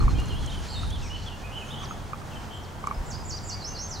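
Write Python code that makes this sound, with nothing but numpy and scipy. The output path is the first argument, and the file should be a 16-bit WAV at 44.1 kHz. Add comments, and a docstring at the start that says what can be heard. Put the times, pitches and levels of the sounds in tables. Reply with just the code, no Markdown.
"""Reedy pond in light wind

From the bank, on a hand-held camera's stereo microphone. Far off, a songbird warbles for two seconds;
then a nearer one whistles a high, slurred song. Others chip and whistle, and a frog's pulses ring its
throat sac in short croaks. Reeds and bushes scatter the calls. The breeze rustles the leaves and
rumbles on the microphone, and the camera hums and ticks faintly."""
import sys
import numpy as np
from scipy import signal
from scipy.fft import rfft, irfft, next_fast_len
from scipy.io import wavfile
from scipy.ndimage import uniform_filter1d, map_coordinates

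SR = 44100
rng = np.random.default_rng(int(sys.argv[2]) if len(sys.argv) > 2 else 0)


def master_out(mix):
    """Clip the mix to full scale and print it as 16-bit PCM to the path in sys.argv[1]."""
    frames = np.transpose(np.atleast_2d(mix))
    ceiling = np.clip(frames, -1, 1)
    pcm = np.round(ceiling * 32767).astype(np.int16)
    wavfile.write(sys.argv[1], SR, pcm)


N = 176400

# Camera motor's hum and whine: f/Hz, level/dB
MOTOR_TONES = [(92, -46.5), (12300, -79)]
# Ticks of the camera body and jolts of air on the microphone: t/s, level/dB
BODY_TICKS = [(.257, -45), (.461, -37.5), (0.904, -40), (2.87, -37)]
AIR_JOLTS = [(.0595, -13), (.074, -21), (2.981, -22), (3.011, -23)]
# Course of the zoom's whirr, the leaves' hiss and the wind's buffeting: t/s, level/dB
ZOOM_LEVEL = [(0, -73), (.25, -66), (.9, -61.5), (1.2, -83), (1.7, -66), (2.2, -79)]
LEAF_LEVEL = [(0, -51), (.8, -49), (1.35, -53.5), (1.7, -54), (2.1, -54.5), (4, -58.5)]
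BUFFET_LEVEL = [(0, -20.5), (.35, -28.5), (.68, -34.5), (.77, -29), (1.0, -31.5), (1.45, -41.5), (2.9, -43),
                (3.2, -36.5), (4, -42.5)]
# Noise spectra of ticks, one brighter click, open air, leaves and buffeting: f/Hz, relative level/dB
TICK_SPECTRUM = [(2000, -23), (5000, 0.5), (7000, 7), (10000, -9), (15000, -24)]
CLICK_SPECTRUM = [(3000, -8), (7000, 6), (10500, 0), (13000, -14), (15500, -7)]
AIR_SPECTRUM = [(100, -10), (135, 4.5), (168, -4), (215, -2.5), (275, -9), (380, -9), (600, -10.5),
                (850, -6.5), (1100, -11.5), (1600, -15.5), (2400, -23.5), (3200, -25), (4000, -28.5),
                (7500, -31.5), (11000, -38), (15500, -40.5)]
LEAF_SPECTRUM = [(600, -5.5), (1400, 5), (2200, 0.5), (6500, -0.5), (8400, -10.5), (15000, -30)]
BUFFET_SPECTRUM = [(13, -36), (22, -2.5), (43, -1.5), (87, -1.5), (257, -19), (293, -19.5), (351, -26),
                   (500, -29.5), (650, -62), (1100, -120)]
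# Likeness of left and right for open air and buffeting: f/Hz, correlation
AIR_CORRELATION = [(130, 0.57), (250, 1), (550, 0.7), (1200, 0.39), (3000, 0.38), (12000, 0.68)]
BUFFET_CORRELATION = [(25, .9), (60, .55), (120, -.15), (400, .1)]
# Far warbler's clear notes: t/s, length/s, start f/Hz, middle f/Hz, end f/Hz, level/dB
WARBLE_NOTES = [(0.137, 0.048, 2640, 2380, 2600, -50), (0.147, 0.032, 3010, 3190, 3100, -48),
                (0.181, 0.041, 2740, 2880, 2840, -41.5), (0.282, 0.027, 3110, 3290, 3050, -46.5),
                (0.303, 0.037, 3200, 2936, 2780, -41.5), (0.341, 0.053, 2810, 3220, 3310, -43.5),
                (0.419, 0.044, 3300, 3250, 2940, -46.5), (0.468, 0.023, 3480, 3140, 3020, -42),
                (0.494, 0.021, 3540, 3730, 3400, -45.5), (0.514, 0.027, 3310, 3090, 3600, -41.5),
                (.544, 0.018, 3250, 3026, 3180, -45), (.574, .026, 3250, 2996, 3080, -45.5),
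                (.702, 0.011, 5000, 4880, 4700, -44), (.721, 0.033, 4370, 4280, 3860, -42.5),
                (0.746, 0.058, 3820, 3670, 3790, -39.5), (.898, 0.078, 3000, 3490, 2860, -45),
                (1.016, 0.058, 2776, 2550, 2220, -48), (1.093, .088, 2790, 3003, 2910, -40.5),
                (1.259, 0.037, 3396, 3330, 2760, -40.5), (1.313, 0.036, 2785, 2817, 2760, -45.5),
                (1.433, 0.05, 2330, 2544, 2300, -45), (1.553, 0.043, 2830, 3054, 2770, -40),
                (1.612, 0.03, 2780, 2570, 2500, -45), (1.702, 0.027, 3410, 3580, 3870, -43.5),
                (1.73, 0.024, 3213, 3004, 3400, -43), (1.77, .028, 2970, 3350, 3500, -45.5),
                (1.802, .03, 3015, 3390, 3620, -44.5), (2.351, 0.032, 3220, 3080, 2960, -48.5),
                (3.553, 0.034, 2300, 2250, 2300, -52.5)]
# Far raspy notes, and thin whistles, most of them farther off (the one at 3.198 s closes the near bird's first
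# swoop): t/s, length/s, start f/Hz, end f/Hz, level/dB
RASP_NOTES = [(.672, .07, 4190, 4700, -44), (0.697, 0.1, 3300, 2510, -50.5),
              (0.789, 0.084, 3910, 3850, -49), (1.019, 0.075, 5940, 5390, -47.5),
              (1.145, 0.1, 4370, 4370, -51.5), (1.512, 0.049, 2850, 3185, -44),
              (1.556, 0.112, 7030, 6770, -58), (1.641, .21, 3106, 3346, -48),
              (2.301, 0.038, 3240, 2610, -49), (2.497, 0.088, 3220, 3100, -47)]
THIN_WHISTLES = [(0, 0.016, 4260, 4240, -43.5), (0.087, 0.035, 4230, 4150, -48.5),
                 (.11, 0.47, 4226, 4090, -56.5), (.6, .055, 6560, 6520, -59), (0.67, 0.15, 7540, 7700, -56),
                 (1.02, .065, 7980, 7960, -59), (1.662, .06, 6350, 6450, -58.5),
                 (1.789, 0.026, 6380, 6460, -54), (1.873, 0.063, 6470, 6520, -52.5),
                 (2.165, .058, 8700, 7750, -68), (2.322, 0.068, 8150, 7660, -69),
                 (2.53, .07, 7800, 7150, -61.5), (2.939, 0.044, 5050, 5110, -52),
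                 (3.198, 0.025, 4950, 5000, -49), (3.5, 0.049, 2830, 2846, -53),
                 (3.699, 0.058, 2840, 2804, -54)]
# Frog's pulses: t/s, level/dB, throat f/Hz
FROG_PULSES = [(.006, -25.5, 1220), (0.026, -27, 1180), (0.037, -32, 1210), (0.039, -28, 1160),
               (0.0796, -19, 1142), (0.218, -32.5, 1170), (.832, -30.5, 1300), (1.818, -32.5, 1165),
               (1.833, -32, 1200), (1.839, -30.5, 1100), (1.909, -26, 1277), (2.1322, -22.5, 1202),
               (2.216, -35.5, 1230), (2.8398, -23.5, 1130), (2.8715, -17.5, 1150), (2.911, -19.5, 1134)]
# Near bird's three syllables and a second bird's chip: t/s from onset, f/Hz, relative level/dB
SWOOP_SHAPE = [(0, 8300, -23), (.016, 7200, -12), (.03, 6900, -7), (.04, 6950, -14), (.048, 7850, -11),
               (.058, 7220, -6), (.073, 5750, 1), (.086, 4250, -6), (.104, 4720, 0), (.12, 4880, -1),
               (.128, 4950, -18)]
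RISE_SHAPE = [(0, 4900, -12), (.015, 4650, -5), (.031, 4100, -5), (.04, 4450, -9), (.048, 5300, -2),
              (.064, 5650, 0), (.078, 6250, -1), (.095, 6370, 1), (.106, 6330, -6), (.128, 6280, -8),
              (.136, 6280, -22)]
FALL_SHAPE = [(0, 7900, -15), (.015, 7200, -7), (.029, 6050, 1), (.046, 5250, -1), (.073, 4330, -4),
              (.092, 3780, -7), (.102, 3700, -22)]
CHIP_SHAPE = [(0, 5850, -12), (.009, 6200, -3), (.02, 5700, 0), (.03, 4500, 0), (.036, 3500, -10)]
# When each is sung: t/s, level/dB, pitch ratio
SWOOP_CALLS = [(3.041, -42.5, 1.03), (3.233, -37, 1.003), (3.427, -36, 1.005)]
RISE_CALLS = [(3.597, -37, .985), (3.741, -36.5, 1.005)]
FALL_CALLS = [(3.884, -39.5, 1.0)]
CHIP_CALLS = [(1.827, -47, 1.03), (2.624, -52, 0.94), (3.356, -43, .99)]


def amp(db):
    """Decibels to gain."""
    return 10 ** (np.asarray(db) / 20)


def unit_rms(x):
    """Scale to rms 1."""
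    return x / np.sqrt(np.mean(x ** 2) + 1e-20)


def over_frequency(points, hz):
    """Read (f/Hz, value) points on a log axis."""
    f, values = np.transpose(points)
    return np.interp(np.log(hz + 1), np.log(f + 1), values)


def over_time(points):
    """Spread (t/s, value) points to one value per sample."""
    return np.interp(np.arange(N) / SR, *np.transpose(points))


def wobble(rate, n=N):
    """A smooth random curve, rate knots a second."""
    knots = rng.standard_normal(int(n * rate / SR) + 4)
    return map_coordinates(knots, [np.arange(n) * rate / SR])


def filtered(x, response):
    """Shape x by a gain that depends on frequency."""
    size = next_fast_len(N + SR // 2)
    return irfft(rfft(x, size) * response(np.fft.rfftfreq(size, 1 / SR)), size)[..., :N]


def add(out, s, x):
    """Mix x into out at s seconds."""
    i = max(0, round(s * SR))
    out[:, i:i + x.shape[-1]] += x[..., :N - i]


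def stereo_noise(spectrum, correlation):
    """Coloured noise of rms 1 with a given left-right correlation."""
    def mid_side_gains(hz):
        angle = np.arccos(np.clip(over_frequency(correlation, hz), -1, 1)) / 2
        return amp(over_frequency(spectrum, hz)) * [np.cos(angle), np.sin(angle)]
    mid, side = filtered(rng.standard_normal((2, N)), mid_side_gains)
    return unit_rms(np.array([mid + side, mid - side]))


def camera(zoom_hz=9520, half_width_hz=430, click_s=.2005):
    """Right at the microphone: faint motor hum, the zoom's whirr, body ticks and one brighter click."""
    t = np.arange(N) / SR
    hum = sum(np.sqrt(2) * amp(db) * np.sin(2 * np.pi * hz * t + .5 * wobble(6.8))
              for hz, db in MOTOR_TONES)
    whirr = filtered(rng.standard_normal(N), lambda hz: 1 / (1 + ((hz - zoom_hz) / half_width_hz) ** 2))
    click_envelope = amp(-41.5) * (t > click_s) * np.exp(-abs(t - click_s) / .003)
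    click = click_envelope * stereo_noise(CLICK_SPECTRUM, [(1000, .95)])
    zoom = amp(over_time(ZOOM_LEVEL) + 2.2 * wobble(49.3)) * unit_rms(whirr)
    tick_envelope = sum(amp(db) * (t > s) * np.exp(-abs(t - s) / .0033) for s, db in BODY_TICKS)
    ticks = tick_envelope * stereo_noise(TICK_SPECTRUM, [(1000, .93)])
    return hum + click + zoom + ticks


def wind(gust_db=1.6, jolt_s=.0053):
    """Gusts buffet the microphone, with a few single jolts, over open air and rustling leaves."""
    buffet = amp(over_time(BUFFET_LEVEL) + gust_db * wobble(16))
    rumble = buffet * stereo_noise(BUFFET_SPECTRUM, BUFFET_CORRELATION)
    t = np.arange(-SR // 50, SR // 50) / SR
    u = t / jolt_s
    jolt = (u ** 2 - 1) * np.exp(-u ** 2 / 2)  # a pressure dip between two small crests
    for s, db in AIR_JOLTS:
        add(rumble, s + t[0], amp(db) * jolt)
    rustle = amp(over_time(LEAF_LEVEL) + 2.1 * wobble(25.52))
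    leaves = rustle * stereo_noise(LEAF_SPECTRUM, [(1000, .95)])
    air = amp(-41 + .77 * wobble(4.26)) * stereo_noise(AIR_SPECTRUM, AIR_CORRELATION)
    return (rumble + leaves + air) * amp([[-.4], [.4]])


def foliage(x, wet_db, t60, late_db, width, pan_db, late_t60=1.0):
    """Direct sound, quick scatter from the reeds and a longer tail from the trees; +pan_db is left."""
    t = np.arange(SR * 2 // 3) / SR
    mid, side = rng.standard_normal((2, len(t)))
    decay = amp(-60 * t / t60) + amp(late_db - 60 * t / late_t60)
    build_up = 1 - np.exp(-t / .0083)
    response = np.array([mid + width * side, mid - width * side]) * decay * build_up
    response *= amp(wet_db) / np.linalg.norm(response[0])
    response[:, 0] += 1  # the direct path
    heard = signal.fftconvolve(x[None], response, axes=1) / np.hypot(1, amp(wet_db))
    return heard * amp([[pan_db / 2], [-pan_db / 2]])


def whistle(hz, gain, waver, flutter_db):
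    """A bird's nearly pure tone, unsteady in pitch (waver, a fraction) and in level."""
    pitch = hz * (1 + waver * wobble(800, len(hz)))
    phase = 2 * np.pi * np.cumsum(pitch) / SR
    return np.sqrt(2) * gain * amp(flutter_db * wobble(154, len(hz))) * np.sin(phase)


def slur(length, pitches, waver):
    """A short note bent through two or three pitches."""
    progress = np.linspace(0, 1, int(length * SR))
    bend = np.polyfit(np.linspace(0, 1, len(pitches)), pitches, len(pitches) - 1)
    envelope = signal.windows.tukey(len(progress), .3)
    return whistle(np.polyval(bend, progress), envelope, waver, flutter_db=1.5)


def rasp(length, pitches, db):
    """A distant note, roughened by a wide waver and more scattered than direct."""
    note = amp(db) * slur(length, pitches, waver=.05)
    return foliage(note, wet_db=4, t60=.077, late_db=-10, width=.26, pan_db=1)


def far_birds(echo_s=.02, echo_db=-10):
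    """Through the bushes: a warbler's clear and raspy notes, and thin whistles, most of them farther off."""
    out = np.zeros((2, N))
    for s, length, *pitches, db in WARBLE_NOTES:
        note = amp(db) * slur(length, pitches, waver=.014)
        add(out, s, foliage(note, wet_db=-2.5, t60=.063, late_db=-14, width=.32, pan_db=-2.5))
        add(out, s + echo_s, rasp(length, pitches, db + echo_db))  # blurred echo from the trees
    for s, length, *pitches, db in RASP_NOTES:
        add(out, s, rasp(length, pitches, db))
    for s, length, *pitches, db in THIN_WHISTLES:
        note = amp(db) * slur(length, pitches, waver=.0054)
        add(out, s, foliage(note, wet_db=-7, t60=.14, late_db=0, width=.21, pan_db=0))
    return out


def frog(rise_s=.0009, decay_s=.0029, overtone_db=-14.5, echo_s=.0112, echo_db=-12.5):
    """A little to the right, each pulse rings the throat sac for a few cycles and echoes off the bank."""
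    out = np.zeros((2, N))
    t = np.arange(SR // 25) / SR
    ring = (1 - np.exp(-t / rise_s)) ** 2 * np.exp(-t / decay_s)
    for s, db, hz in FROG_PULSES:
        phase = 2 * np.pi * hz * t + np.array([[0], [1.15]])  # the right channel leads
        throat = np.sin(phase) + amp(overtone_db) * np.sin(2 * phase)
        pulse = amp(db) * ring / ring.max() * throat * amp([[-2], [1]])
        add(out, s, pulse)
        add(out, s + echo_s, foliage(amp(echo_db) * pulse[1], wet_db=-14, t60=.15,
                                     late_db=-29, late_t60=.4, width=.98, pan_db=2))
    return out


def syllable(shape, ratio):
    """One whistled syllable, gliding smoothly along its pitch and level contour."""
    s, hz, db = np.transpose(shape)
    t = np.arange(int(s[-1] * SR)) / SR
    pitch = uniform_filter1d(np.interp(t, s, hz), size=220) * ratio
    envelope = amp(np.interp(t, s, db)) * signal.windows.tukey(len(t), .08)
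    return whistle(pitch, envelope, waver=.005, flutter_db=2)


def chipping_bird():
    """In the open, a little to the left: three quick falling chips."""
    out = np.zeros((2, N))
    for s, db, ratio in CHIP_CALLS:
        chip = amp(db) * syllable(CHIP_SHAPE, ratio)
        add(out, s, foliage(chip, wet_db=-7, t60=.1, late_db=-18, late_t60=.5, width=.3, pan_db=2))
    return out


def near_bird(echo_s=.0135, echo_db=-5):
    """Nearby on the right: three swoops, two rising slurs and a fall, each echoed by the reed bed."""
    out = np.zeros((2, N))
    for shape, calls in (SWOOP_SHAPE, SWOOP_CALLS), (RISE_SHAPE, RISE_CALLS), (FALL_SHAPE, FALL_CALLS):
        for s, db, ratio in calls:
            call = amp(db) * syllable(shape, ratio)
            add(out, s, foliage(call, wet_db=-4.8, t60=.1, late_db=-10, width=.13, pan_db=-3.5))
            add(out, s + echo_s, foliage(amp(echo_db) * call, wet_db=3, t60=.07,
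                                         late_db=-20, late_t60=.77, width=.23, pan_db=2))
    return out


def scene():
    """The pond as it reaches the microphone."""
    return near_bird() + chipping_bird() + far_birds() + frog() + wind() + camera()


def record(dry):
    """The camera keeps nothing above 15.8 kHz."""
    return filtered(dry, lambda hz: hz < 15800)


dry = scene()
out = record(dry)
master_out(out)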